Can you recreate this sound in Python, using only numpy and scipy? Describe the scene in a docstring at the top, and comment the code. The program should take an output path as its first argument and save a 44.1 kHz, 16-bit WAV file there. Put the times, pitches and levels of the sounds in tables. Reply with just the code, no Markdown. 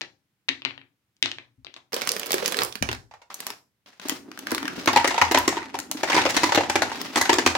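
"""A small live room with a table. A hand sets down a few gumballs, whose hard shells clack together.
A stiff plastic bag is grabbed close by on the right and lifted: creases snap, dimples pop, walls flex.
Gumballs are shaken out of it and clatter onto the heap in the big plastic bowl of a dispenser,
thumping its base and ringing its wall. The room answers every hit."""
import sys
import numpy as np
from scipy import signal
from scipy.fft import rfft, irfft
from scipy.io import wavfile
from scipy.ndimage import uniform_filter1d, minimum_filter1d

SR = 44100
rng = np.random.default_rng(int(sys.argv[2]) if len(sys.argv) > 2 else 0)


def inscribe(sig):
    """Save sig as 16-bit PCM at rate SR to the path in sys.argv[1].

    A 1-D sig is mono; a 2-D sig holds one channel per row.
    Samples are clipped to [-1, 1] before scaling.
    """
    pcm = np.round(np.clip(np.atleast_2d(sig).T, -1, 1) * 32767)
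    wavfile.write(sys.argv[1], SR, pcm.astype(np.int16))


N = 333837
TIME = np.arange(N) / SR
HIT_SIZE = 4096  # samples in one hit
AGE = np.arange(HIT_SIZE) / SR  # seconds since the hit
HZ = np.fft.rfftfreq(HIT_SIZE, 1 / SR)

# Gumballs landing in the bowl: start_s, clatter_db, hardness_db, thump_db, wall_db, wall_pitch_hz
LANDINGS = [(4.874, 14, -7.5, 8.5, 2, 1244), (4.9599, 13.5, -6, -13, 14, 869),
            (4.9684, 11, -5, -21, 11.5, 882), (5.0436, 11.5, -5.5, -4, 3.5, 1134),
            (5.0737, 5.5, 4.5, -8, 2, 1920.0), (5.214, 17, -8, -8, 10, 906), (5.3116, 7, -2.5, 3, 3, 920.0),
            (5.3448, 15.5, -7.5, 1.5, 8.5, 906), (5.3729, 10.5, -4, -18.0, 8, 950),
            (5.477, 10, 2, 6, -1, 1130), (5.5683, 0.5, -11, -2, 0.5, 936), (5.7418, -2, -3, -8.0, -2, 908),
            (6.032, 7.5, -2, 0.5, -3.5, 898), (6.098, 8, -4, -19, 2, 944), (6.1435, 9, -4.5, 2.5, 3, 905),
            (6.163, 10, -5, 3, 5, 958), (6.176, 9, -8, 4, 0, 920), (6.2522, 11.5, -10, 3, 6, 560),
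            (6.297, -1, 9.5, -31, -3, 1960), (6.3652, 12.5, -1, 1, 3.5, 1980),
            (6.4327, 12, 0.5, 3.5, 6, 959), (6.5466, 10.5, 1.5, -2.5, -2, 2150),
            (6.574, 12, -12, 5.5, 7.5, 539), (6.6969, 7, 1, -6, -2, 874), (6.7552, 12, -3.5, 6.5, -4, 2010),
            (6.8198, 12, -4, -2, -9, 1510), (7.1574, 11, -1.5, 3, 1.5, 943), (7.175, 7, 2.5, -1, -0.5, 985),
            (7.212, 8, 8.5, -27, 3.5, 1990), (7.2934, 15, -6.5, 9, 5.5, 960),
            (7.3287, 7.5, 6, 6.5, -2, 1103), (7.384, 11, -3, 3.5, -4, 2040), (7.462, 14.5, 1, 4, 6, 1130)]
# Tone of the clatter: freq_hz, gain_db
CLATTER_EQ = [(40, -26.5), (100, -11), (200, -23.5), (300, -9.5), (550, -4), (900, -1), (1350, -7),
              (1900, -5), (3200, -9), (5000, -9.5), (7000, -11.5), (9000, -21), (15000, -28)]
# Resonances of the bowl: freq_hz, width_hz, boost_db
BOWL_RESONANCES = [(262, 52, 12.5), (365.5, 13, 7), (1920, 610, 2.5)]
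def landings(thump_hz=335, rise_s=0.0008):
    """A gumball lands: the blow rattles its neighbours, thumps the base and rings the wall."""
    out = np.zeros((2, N))
    for start_s, clatter_db, hardness_db, thump_db, wall_db, wall_hz in LANDINGS:
        force = contact(ring_s=0.0053, ring_db=7.5)
        force = chained(force, gain_db=0, spread_s=.015, fade_s=0.014, ring_s=0.0029, count=5)
        # small, later rebounds
        force = chained(force, gain_db=-14.5, spread_s=.055, fade_s=0.049, ring_s=0.0059, count=3)
        force = force * (1 - np.exp(-AGE / rise_s))
        bowl_db = peaks(BOWL_RESONANCES, shift=rng.uniform(0.96, 1.04))
        eq = curve(CLATTER_EQ, HZ) + bowl_db + ripple(depth_db=2.2)
        clatter = amp(clatter_db) * struck(force, eq, shelves(0, hardness_db, 490, 4660))
        thump = amp(thump_db) * note(thump_hz * rng.uniform(0.928, 1.109), ring_s=0.0049)
        wall = amp(wall_db) * wall_chatter(wall_hz, ring_s=0.0056)
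        add(out, start_s, panned(clatter + thump + wall, rng.normal(1.0, 0.86), samples_per_db=1))
    return out


def wall_chatter(hz, ring_s, spread_s=.011, detune=0.19, skip_db=-6, skips=2):
    """A ball strikes the wall, then skips onto nearby spots that ring a little higher or lower."""
    out = note(hz, ring_s)
    for when, spot in rng.random((skips, 2)):
        skip = note(hz * (1 + detune * (2 * spot - 1)), ring_s)
        add(out, when * spread_s, amp(skip_db) * skip)
    return out / np.linalg.norm(out[0])


# Light knocks on plastic: start_s, level_db, pitch_hz
KNOCKS = [(1.7644, -19, 1060), (3.112, -20, 890), (3.138, -18, 820), (3.217, -22, 950), (3.303, -13, 1184),
          (3.313, -17, 1350), (3.426, -22, 1100), (3.929, -30.5, 1785), (4.886, 8, 1070), (4.935, 1, 890),
          (5.093, -5, 1720), (5.107, 4.5, 933), (5.143, 3.5, 880), (5.1792, 8.5, 897), (5.249, 1, 950),
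          (5.526, -1, 804), (6.119, 4, 1700), (6.492, 2, 1000), (6.5212, 10, 870), (6.6075, 5, 800),
          (6.635, -0.5, 800), (6.917, -3, 893), (7.2547, 3, 1520), (7.5517, 9, 895)]
def knocks(gain_db=-5, tap_db=4.5, above_db_per_octave=3.5, below_db_per_octave=6):
    """Gumballs shift and rebound against plastic: one short hollow note inside a dull tap."""
    out = np.zeros((2, N))
    for start_s, level_db, pitch_hz in KNOCKS:
        octaves = np.log2((HZ + 1) / pitch_hz)
        skirt_db = np.maximum(above_db_per_octave * octaves, -below_db_per_octave * octaves)
        tap = struck(contact(ring_s=0.011, ring_db=20), curve(CLATTER_EQ, HZ) - skirt_db)
        tone = note(pitch_hz, ring_s=0.004, rise_s=0.00063)
        add(out, start_s, amp(level_db + gain_db) * (tone + amp(tap_db) * tap))
    return out


# Tone of shells shifting in the heap: freq_hz, gain_db
HEAP_EQ = [(50, -15), (150, -6.5), (950, 0), (2000, 2), (5000, -5.5), (9000, -18), (15000, -30)]
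def heap(ticks_db=-4.5, wash_db=-11, ticks_per_s=110, spread_db=3, variants=32):
    """The heap settles in separate light touches over a faint wash of sliding shells."""
    touches = [shell_touch() for _ in range(variants)]
    chance, pick, size = rng.random((3, N))
    ticks = np.zeros((2, N))
    for i in np.flatnonzero(chance < ticks_per_s / SR):
        strength = amp(-spread_db * np.log(size[i] + 0.024))
        add(ticks, i / SR, strength * touches[int(pick[i] * variants)])
    wash = filtered(grains(per_s=460, spread_db=4.0), curve(HEAP_EQ, HZ) + peaks(BOWL_RESONANCES))
    return (amp(ticks_db) * unit_rms(ticks) + amp(wash_db) * unit_rms(wash)) * heap_motion()


def shell_touch():
    """Two gumballs in the heap meet lightly, with a pitch of their own."""
    pitch_hz = 800 * 2 ** (2.94 * rng.random() ** 2)
    pitch_boost = peaks([(pitch_hz, .2 * pitch_hz, 13)])
    eq = curve(HEAP_EQ, HZ) + peaks(BOWL_RESONANCES) + pitch_boost + ripple(depth_db=3)
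    return struck(contact(ring_s=0.0044, ring_db=20.5), eq)


# Shakes that send gumballs streaming over the heap: start_s, length_s, level_db, swell_db
SHAKES = [(4.45, 0.33, -33, -16), (4.88, 0.73, -48, 10), (6.05, 0.17, -24, 3), (6.88, 0.98, -60, -18)]
def heap_motion(stir_db=-44, settle_s=0.15):
    """Envelope of the heap: it streams during a shake, and every landing stirs it briefly."""
    kicks = np.zeros(N)
    for start_s, clatter_db, *_ in LANDINGS:
        kicks[np.searchsorted(TIME, start_s)] = amp(clatter_db + stir_db) ** 2
    stir_power = signal.lfilter([1], [1, -np.exp(-2 / (settle_s * SR))], kicks)
    stream = gestures(SHAKES, attack_s=0.063, release_db_per_s=107)
    return np.sqrt(stir_power + stream ** 2)


# Gumball against gumball on the table: start_s, level_db, brightness_db
CLACKS = [(0.01, -9.5, 7), (0.0161, -4, 10.5), (0.486, 2.5, -10), (0.49, 7.5, 4.5), (0.62, -10.5, -9),
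          (0.6505, 4, 0), (0.658, -3, -13), (0.7081, -10, -23), (0.7782, -13, -22), (0.815, -19.5, -39),
          (1.167, -47.5, 27.5), (1.2268, 8.5, 17.5), (1.2589, 1, 8), (1.3159, -4.5, 13), (1.385, -8.5, -11),
          (1.6476, -19.5, 12), (1.6682, -11, -15), (1.741, -18.5, 13), (1.764, -17, -4)]
# Tone of a clack: freq_hz, gain_db
CLACK_EQ = [(40, -32), (120, -21), (300, -9), (900, -7.5), (1600, -2.5), (2300, 3), (3500, 3.5),
            (4400, -0.5), (6000, -12.5), (8000, -27), (10500, -41), (16000, -49.5)]
# Ring of the wood under a clack: pitch_hz, level_db, t60_s
WOOD_MODES = [(125, -9.5, 0.14), (274.8, 0, .12), (351, -1, 0.12)]
def clacks(wood_db=-18):
    """Hard sugar shells meet in a very short click, and the wood rings under it."""
    out = np.zeros((2, N))
    wood = amp(wood_db) * table_boom(WOOD_MODES, rise_s=0.021)
    for start_s, level_db, brightness_db in CLACKS:
        force = contact(ring_s=.0015, ring_db=-1)
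        click = struck(force, curve(CLACK_EQ, HZ), shelves(0, brightness_db, 1000, 5100))
        add(out, start_s, amp(level_db) * panned(click + wood, pan_db=6, samples_per_db=1))
    return out


# Loud buckles of the bag: start_s, level_db, brightness_db
CRINKLES = [(1.931, 0.5, -10), (1.9427, 0.5, 3.5), (1.9647, -2.5, -3), (2.0184, 1.5, -5),
            (2.0735, 2.5, 0.5), (2.165, -0.5, -5), (2.196, -8, 12), (2.3068, 3.5, -9), (2.3305, 5.5, -5),
            (2.342, 4, -0.5), (2.479, -2, 8.5), (2.5227, -2, 1), (2.569, -2.5, 2), (2.5892, 7, -9),
            (2.619, 7, -12), (2.634, -4, 11), (2.755, -4, -0.5), (2.825, 8, -7.5), (2.8894, 4.5, -18),
            (2.9289, 0, -11), (3.3429, -19.5, 22), (3.4038, -9, 6.5), (3.4672, -4, 5), (3.5032, -4, -4.5),
            (3.8606, -25, -13), (3.9977, -11.5, -11.5), (4.085, -9, 9), (4.0956, 2.5, 3),
            (4.3906, -13, 6.5), (4.5074, -10.5, 5), (4.517, -5, 7.5), (4.5479, 0.5, 3.5), (4.8593, -3.5, 2),
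            (4.932, 3, -9), (5.3202, 1.5, 0), (5.3866, -8.5, 13), (5.789, -4, 2.5), (5.9141, -1, 6),
            (7.015, -4, 4)]
# Tone of snapping plastic: freq_hz, gain_db
CRINKLE_EQ = [(60, -24.5), (200, -1), (450, -1.5), (900, 0), (2000, -1), (3500, -2), (5500, -1.5),
              (8000, -8.5), (12000, -9.5), (16000, -11)]
# The bag's move from the right to near centre: time_s, left_minus_right_db
BAG_PAN = [(2.85, -4.5), (3.1, 1)]
def crinkles(gain_db=1, bass_db=-1, ring_s=0.0022, crispness=.12):
    """Creases of the stiff bag snap through and shake its hollow body; bright snaps are over sooner."""
    out = np.zeros((2, N))
    for start_s, level_db, brightness_db in CRINKLES:
        force = contact(ring_s=ring_s * amp(-crispness * brightness_db), ring_db=7.0)
        force = chained(force, gain_db=-9.5, spread_s=0.0094, fade_s=0.011, ring_s=0.0033, count=3)
        eq = curve(CRINKLE_EQ, HZ) + ripple(depth_db=2.5)
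        snap = struck(force, eq, shelves(bass_db, brightness_db, 950, 5600))
        add(out, start_s, amp(level_db + gain_db) * panned(snap, automation(BAG_PAN, start_s)))
    return out


# Dimples in the bag, small ones high, wide ones low: start_s, level_db, pitch_hz
DIMPLE_POPS = [(2.012, -6.5, 3200), (2.091, 6.5, 5760), (2.118, 3, 10000), (2.232, -5, 2570),
               (2.26, -8, 13000), (2.267, -7, 11000), (2.319, 5.5, 12420), (2.382, -2, 1650),
               (2.4593, 5.5, 5700), (2.544, -0.5, 1700), (2.6487, -3, 9300), (2.725, -10.5, 3500),
               (2.9146, -3.5, 2770), (2.9491, -13, 2280), (4.316, -13.5, 1430), (4.375, -12, 1600),
               (4.47, -1.5, 1700), (4.5801, -1, 1840), (4.6292, -4.5, 1500), (4.655, -4.5, 1840),
               (4.6797, 1, 1660), (5.801, -6.5, 7000)]
def dimple_pops(relative_width=0.18, boost_db=5, skirt_db_per_octave=4.5):
    """A dimple in thin plastic flips over: a tick gathered around one short note."""
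    out = np.zeros((2, N))
    for start_s, level_db, pitch_hz in DIMPLE_POPS:
        skirt_db = skirt_db_per_octave * np.abs(np.log2((HZ + 1) / pitch_hz))
        eq = curve(CRINKLE_EQ, HZ) + peaks([(pitch_hz, relative_width * pitch_hz, boost_db)]) - skirt_db
        pop = struck(contact(ring_s=0.0019, ring_db=9.5), eq)
        add(out, start_s, amp(level_db) * panned(pop, automation(BAG_PAN, start_s)))
    return out


# The bag's walls popping in and out: start_s, level_db
BAG_FLEXES = [(1.934, -2), (1.964, -4.5), (2.34, 5.5), (2.423, 1.5), (4.052, -4.5), (4.117, -2),
              (4.518, 5.5), (4.777, -5.5), (5.947, -2)]
# Hollow tone of a bag wall, before the pitch ratio shifts it: freq_hz, gain_db
BAG_WALL_EQ = [(50, -35.5), (170, -16), (270, 0), (340, -10), (480, -22), (1500, -28), (5000, -53)]
# The wall rings higher gripped taut, lower once slack: time_s, pitch_ratio
TAUTNESS = [(2.6, 1.724), (4.0, 1.074)]
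def bag_flexes(rise_s=0.0069):
    """A soft push swings a wall of the bag for a few cycles."""
    out = np.zeros((2, N))
    for start_s, level_db in BAG_FLEXES:
        push = contact(ring_s=0.0033, ring_db=6) * (1 - np.exp(-AGE / rise_s))
        wall = struck(push, curve(BAG_WALL_EQ, HZ / automation(TAUTNESS, start_s)))
        add(out, start_s, amp(level_db) * panned(wall, automation(BAG_PAN, start_s)))
    return out


# Grips on the bag, swelling as the fingers tighten: start_s, length_s, level_db, swell_db
GRIPS = [(1.921, 0.73, -40, 6.5), (2.56, 0.05, -32.5, 0.5), (3.3, 0.23, -52.5, 8.5), (3.86, 0.17, -51, -13),
         (4.015, 0.14, -40.5, 1), (4.15, 0.38, -74.5, 37.5), (4.48, 0.35, -55, 17), (5.97, 0.53, -37, 9),
         (6.9, 0.62, -37, -2)]
# Hollow rustle of the sagging walls: time_s, level_db
SAG_FADER = [(4.1, -53), (4.6, -39), (5.8, -44.5), (6.35, -40), (7.57, -39.5)]
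def bag_rustle(crackle_db=-2, sag_db=-1, fizz_db=-11, drum_db=-7):
    """Small creases crackle under the fingers; close by, the bag fizzes and drums; slack, it rustles."""
    eq = curve(CRINKLE_EQ, HZ) + shelves(bass_db=1.5, treble_db=-10.5, low_hz=685, high_hz=7000)
    crackle = unit_rms(filtered(grains(per_s=1700, spread_db=2.5), eq))
    fizz = unit_rms(np.diff(grains(per_s=680, spread_db=7.0), prepend=0))
    flexing = grains(per_s=600, spread_db=3.5)
    taut, slack = (unit_rms(filtered(flexing, curve(BAG_WALL_EQ, HZ / ratio))) for _, ratio in TAUTNESS)
    pan_db = automation(BAG_PAN, TIME)
    closeness = np.interp(TIME, [time_s for time_s, _ in BAG_PAN], [1, 0])
    creases = amp(crackle_db) * crackle + closeness * (amp(fizz_db) * fizz + amp(drum_db) * taut)
    grip = gestures(GRIPS, attack_s=0.00053, release_db_per_s=331)
    return creases * grip * amp([pan_db / 2, -pan_db / 2]) + amp(sag_db) * slack * fader(SAG_FADER)


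# Soft bumps against the table: start_s, level_db
BUMPS = [(1.578, -27), (2.599, -19), (2.812, -2), (2.884, -11)]
# Low ring of the table top: pitch_hz, level_db, t60_s
TABLE_MODES = [(62, -6.5, 0.13), (107, 8.5, 0.054), (259, -2, 0.11)]
def table_bumps():
    """The table top booms softly when it is bumped."""
    out = np.zeros((2, N))
    boom = table_boom(TABLE_MODES, rise_s=0.017)
    for start_s, level_db in BUMPS:
        add(out, start_s, amp(level_db) * panned([boom, boom], pan_db=5.0))
    return out


def table_boom(modes, rise_s):
    """The modes of the table top swell and die away after a blow, energy 1."""
    boom = sum(amp(db - 60 * AGE / t60) * np.sin(2 * np.pi * hz * AGE) for hz, db, t60 in modes)
    fade_out = np.cos(np.pi / 2 * AGE / AGE[-1])
    boom = boom * (1 - np.exp(-AGE / rise_s)) * fade_out
    return boom / np.linalg.norm(boom)


def room(dry, wet_db, treble_db, spots):
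    """Hits come from ever different spots, so their patterns of echoes take turns."""
    spot = np.arange(N) // 2048 % spots
    wet = 0
    for k in range(spots):
        send = np.sqrt(np.abs(uniform_filter1d(1. * (spot == k), size=400)))
        wet = wet + signal.oaconvolve(dry * send, reflections(), axes=1)[:, :N]
    return dry + amp(wet_db) * filtered(wet, shelves(0, treble_db, 500, 4200))


# Reverb decay: freq_hz, t60_s
ROOM_DECAY = [(150, 0.5), (400, 0.3343), (1040, 0.2666), (2760, 0.1951), (7280, 0.31), (15000, 0.31)]
# How alike left and right are in the room: freq_hz, correlation
ROOM_CORRELATION = [(100, 0.76), (450, 1), (1000, 0.4), (2000, 0.074)]
# Reverb tone: freq_hz, gain_db
ROOM_EQ = [(25, -4.5), (90, 7.5), (170, -2), (320, -2.5), (700, 0.5), (2500, 2), (7000, -3), (15000, -8.5)]
def reflections(predelay_s=0.0046, build_s=0.068):
    """Echoes of the room: sparse at first, soon dense, each band dying at its own speed."""
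    t = np.arange(SR // 2) / SR
    density = np.minimum(t / build_s, 1) ** 2 + .06
    taps = rng.standard_normal((2, len(t))) * (rng.random((2, len(t))) < density) / np.sqrt(density)
    hz, age, bands = signal.stft(correlated(taps * (t > predelay_s), ROOM_CORRELATION), SR, nperseg=256)
    decay = amp(-60 * age / curve(ROOM_DECAY, hz)[:, None])
    _, tail = signal.istft(bands * decay, SR, nperseg=256)
    return filtered(tail / np.sqrt(np.sum(tail ** 2) / 2), curve(ROOM_EQ, HZ))


# Tone of the room's air: freq_hz, gain_db
AIR_EQ = [(35, -27.5), (65, -5), (120, 0), (280, -7.5), (600, -18), (2000, -15), (8000, -25)]
def room_tone(level_db=-77):
    """The faint steady air of the room."""
    noise = correlated(rng.standard_normal((2, N)), ROOM_CORRELATION)
    return amp(level_db) * unit_rms(filtered(noise, curve(AIR_EQ, HZ)))


# How alike left and right are for a close hit: freq_hz, correlation
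CLOSE_CORRELATION = [(100, 1), (500, 0.7), (1200, 0.5), (3000, 0.05), (12000, 0)]
def contact(ring_s, ring_db):
    """One hard contact: a spike, then a short dense ring, a little different on each side."""
    ring = correlated(rng.standard_normal((2, HIT_SIZE)), CLOSE_CORRELATION) * np.exp(-AGE / ring_s)
    return (AGE == 0) + amp(ring_db) * unit_rms(ring) / np.sqrt(HIT_SIZE)


def chained(force, gain_db, spread_s, fade_s, ring_s, count):
    """One contact sets off a few more, the later the weaker."""
    for delay_s in spread_s * rng.random(count):
        knock = np.pad(contact(ring_s, ring_db=5.0), ((0, 0), (int(delay_s * SR), 0)))[:, :HIT_SIZE]
        force = force + rng.choice([-1, 1]) * amp(gain_db) * np.exp(-delay_s / fade_s) * knock
    return force


def grains(per_s, spread_db, clump_db=4):
    """A random train of tiny contacts of very unequal size, bunched into little slides."""
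    size = amp(spread_db * np.minimum(rng.exponential(1, (2, N)), 4)) * rng.choice([-1, 1], (2, N))
    slides = unit_rms(uniform_filter1d(uniform_filter1d(rng.standard_normal(N), size=700), size=400))
    triggers = rng.random((2, N)) < per_s / SR
    return correlated(size * amp(clump_db * np.clip(slides, -2, 2)) * triggers, CLOSE_CORRELATION)


def note(hz, ring_s, rise_s=0.002):
    """One quickly damped mode after a blow, energy 1."""
    swing = np.sin(2 * np.pi * hz * AGE) * (1 - np.exp(-AGE / rise_s)) ** 2 * np.exp(-AGE / ring_s)
    return np.array([swing, swing]) / np.linalg.norm(swing)


def struck(force, eq_db, shelf_db=0):
    """Gives a force its tone at energy 1, then shelves its bass and treble."""
    return filtered(force, eq_db + shelf_db) / np.sqrt(np.sum(filtered(force, eq_db) ** 2) / 2)


def filtered(x, eq_db):
    """Minimum-phase EQ, given over HZ: it rings only after a hit."""
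    log_gain = np.log(amp(np.r_[eq_db, eq_db[-2:0:-1]]))
    response = np.fft.ifft(np.exp(np.conj(signal.hilbert(log_gain)))).real
    return signal.oaconvolve(x, response[None, :HIT_SIZE // 2], axes=1)[:, :x.shape[1]]


def peaks(resonances, shift=1):
    """Bell boosts in dB over HZ."""
    return sum(db / (1 + (2 * (HZ - hz * shift) / width) ** 2) for hz, width, db in resonances)


def shelves(bass_db, treble_db, low_hz, high_hz):
    """Low and high shelf in dB over HZ: a heavy blow has more bass, a hard one more treble."""
    return bass_db / (1 + (HZ / low_hz) ** 4) + treble_db / (1 + (high_hz / (HZ + 1)) ** 4)


def ripple(depth_db, count=28):
    """A random EQ: every spot that is struck favours other frequencies."""
    knots_hz = np.geomspace(150, SR / 2, count)
    return depth_db * curve(np.c_[knots_hz, rng.standard_normal(count)], HZ)


def curve(points, hz):
    """Reads (freq_hz, value) points on a log-frequency axis."""
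    freq_hz, value = np.transpose(points)
    return np.interp(np.log(hz + 1), np.log(freq_hz + 1), value)


def automation(points, time_s):
    """Reads (time_s, value) points, holding the end values."""
    return np.interp(time_s, *np.transpose(points))


def fader(points):
    """Smoothed gain from (time_s, level_db) points, silent outside them."""
    active = (TIME > points[0][0]) & (TIME < points[-1][0])
    return uniform_filter1d(amp(automation(points, TIME)) * active, size=200)


def gestures(rows, attack_s, release_db_per_s):
    """Envelope of hand movements: each starts quickly, swells or fades while it lasts, then dies away."""
    out = np.zeros(N)
    for start_s, length_s, level_db, swell_db in rows:
        t = np.maximum(TIME - start_s, 0)
        shape_db = swell_db * np.minimum(t / length_s, 1) - release_db_per_s * np.maximum(t - length_s, 0)
        out += np.minimum(t / attack_s, 1) * amp(level_db + shape_db)
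    return out


def correlated(x, correlation):
    """Blends two unrelated channels until they are as alike as asked at each frequency."""
    size = x.shape[1]
    angle = np.arccos(np.clip(curve(correlation, np.fft.rfftfreq(size, 1 / SR)), -1, 1)) / 2
    mid, side = rfft(x) * [np.cos(angle), np.sin(angle)]
    return irfft(np.array([mid + side, mid - side]), size)


def panned(x, pan_db, samples_per_db=4.0):
    """The nearer side is louder and hears the sound a few samples sooner; positive is left."""
    lag = int(round(abs(pan_db) * samples_per_db))
    delays = (0, lag) if pan_db > 0 else (lag, 0)
    gains = unit_rms(amp([pan_db / 2, -pan_db / 2]))
    return np.array([g * np.pad(c, (d, 0))[:len(c)] for c, g, d in zip(x, gains, delays)])


def add(mix, start_s, sound):
    """Mixes a stereo sound in at start_s."""
    part = mix[:, max(round(start_s * SR), 0):][:, :sound.shape[1]]
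    part += sound[:, :part.shape[1]]


def amp(db):
    """Decibels to gain."""
    return 10 ** (np.asarray(db) / 20)


def unit_rms(x):
    """Scales to rms 1."""
    return x / np.sqrt(np.mean(x ** 2) + 1e-20)


def scene():
    """Table, bag and bowl, each at its own distance in the room."""
    table = room(clacks() + table_bumps(), wet_db=-4.0, treble_db=-5.5, spots=3)
    plastic = crinkles() + dimple_pops() + bag_flexes() + bag_rustle()
    bag = room(plastic, wet_db=-6.5, treble_db=1.5, spots=4)
    bowl = room(landings() + knocks() + heap(), wet_db=-6, treble_db=3.0, spots=6)
    return table + bag + bowl + room_tone()


def record(dry):
    """The microphone sheds the deepest bass, a fast limiter holds the peaks, a low-pass trims the top."""
    heard = signal.sosfilt(signal.butter(3, 45, "highpass", fs=SR, output="sos"), dry)
    needed_gain = 1 / np.maximum(np.abs(heard), 1)
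    limiter_gain = uniform_filter1d(minimum_filter1d(needed_gain, size=41), size=41)
    low_pass = signal.firwin(255, cutoff=16100, window=("kaiser", 8), fs=SR)
    return signal.oaconvolve(heard * limiter_gain, low_pass[None], "same", axes=1)


dry = scene()
out = record(dry)
inscribe(out)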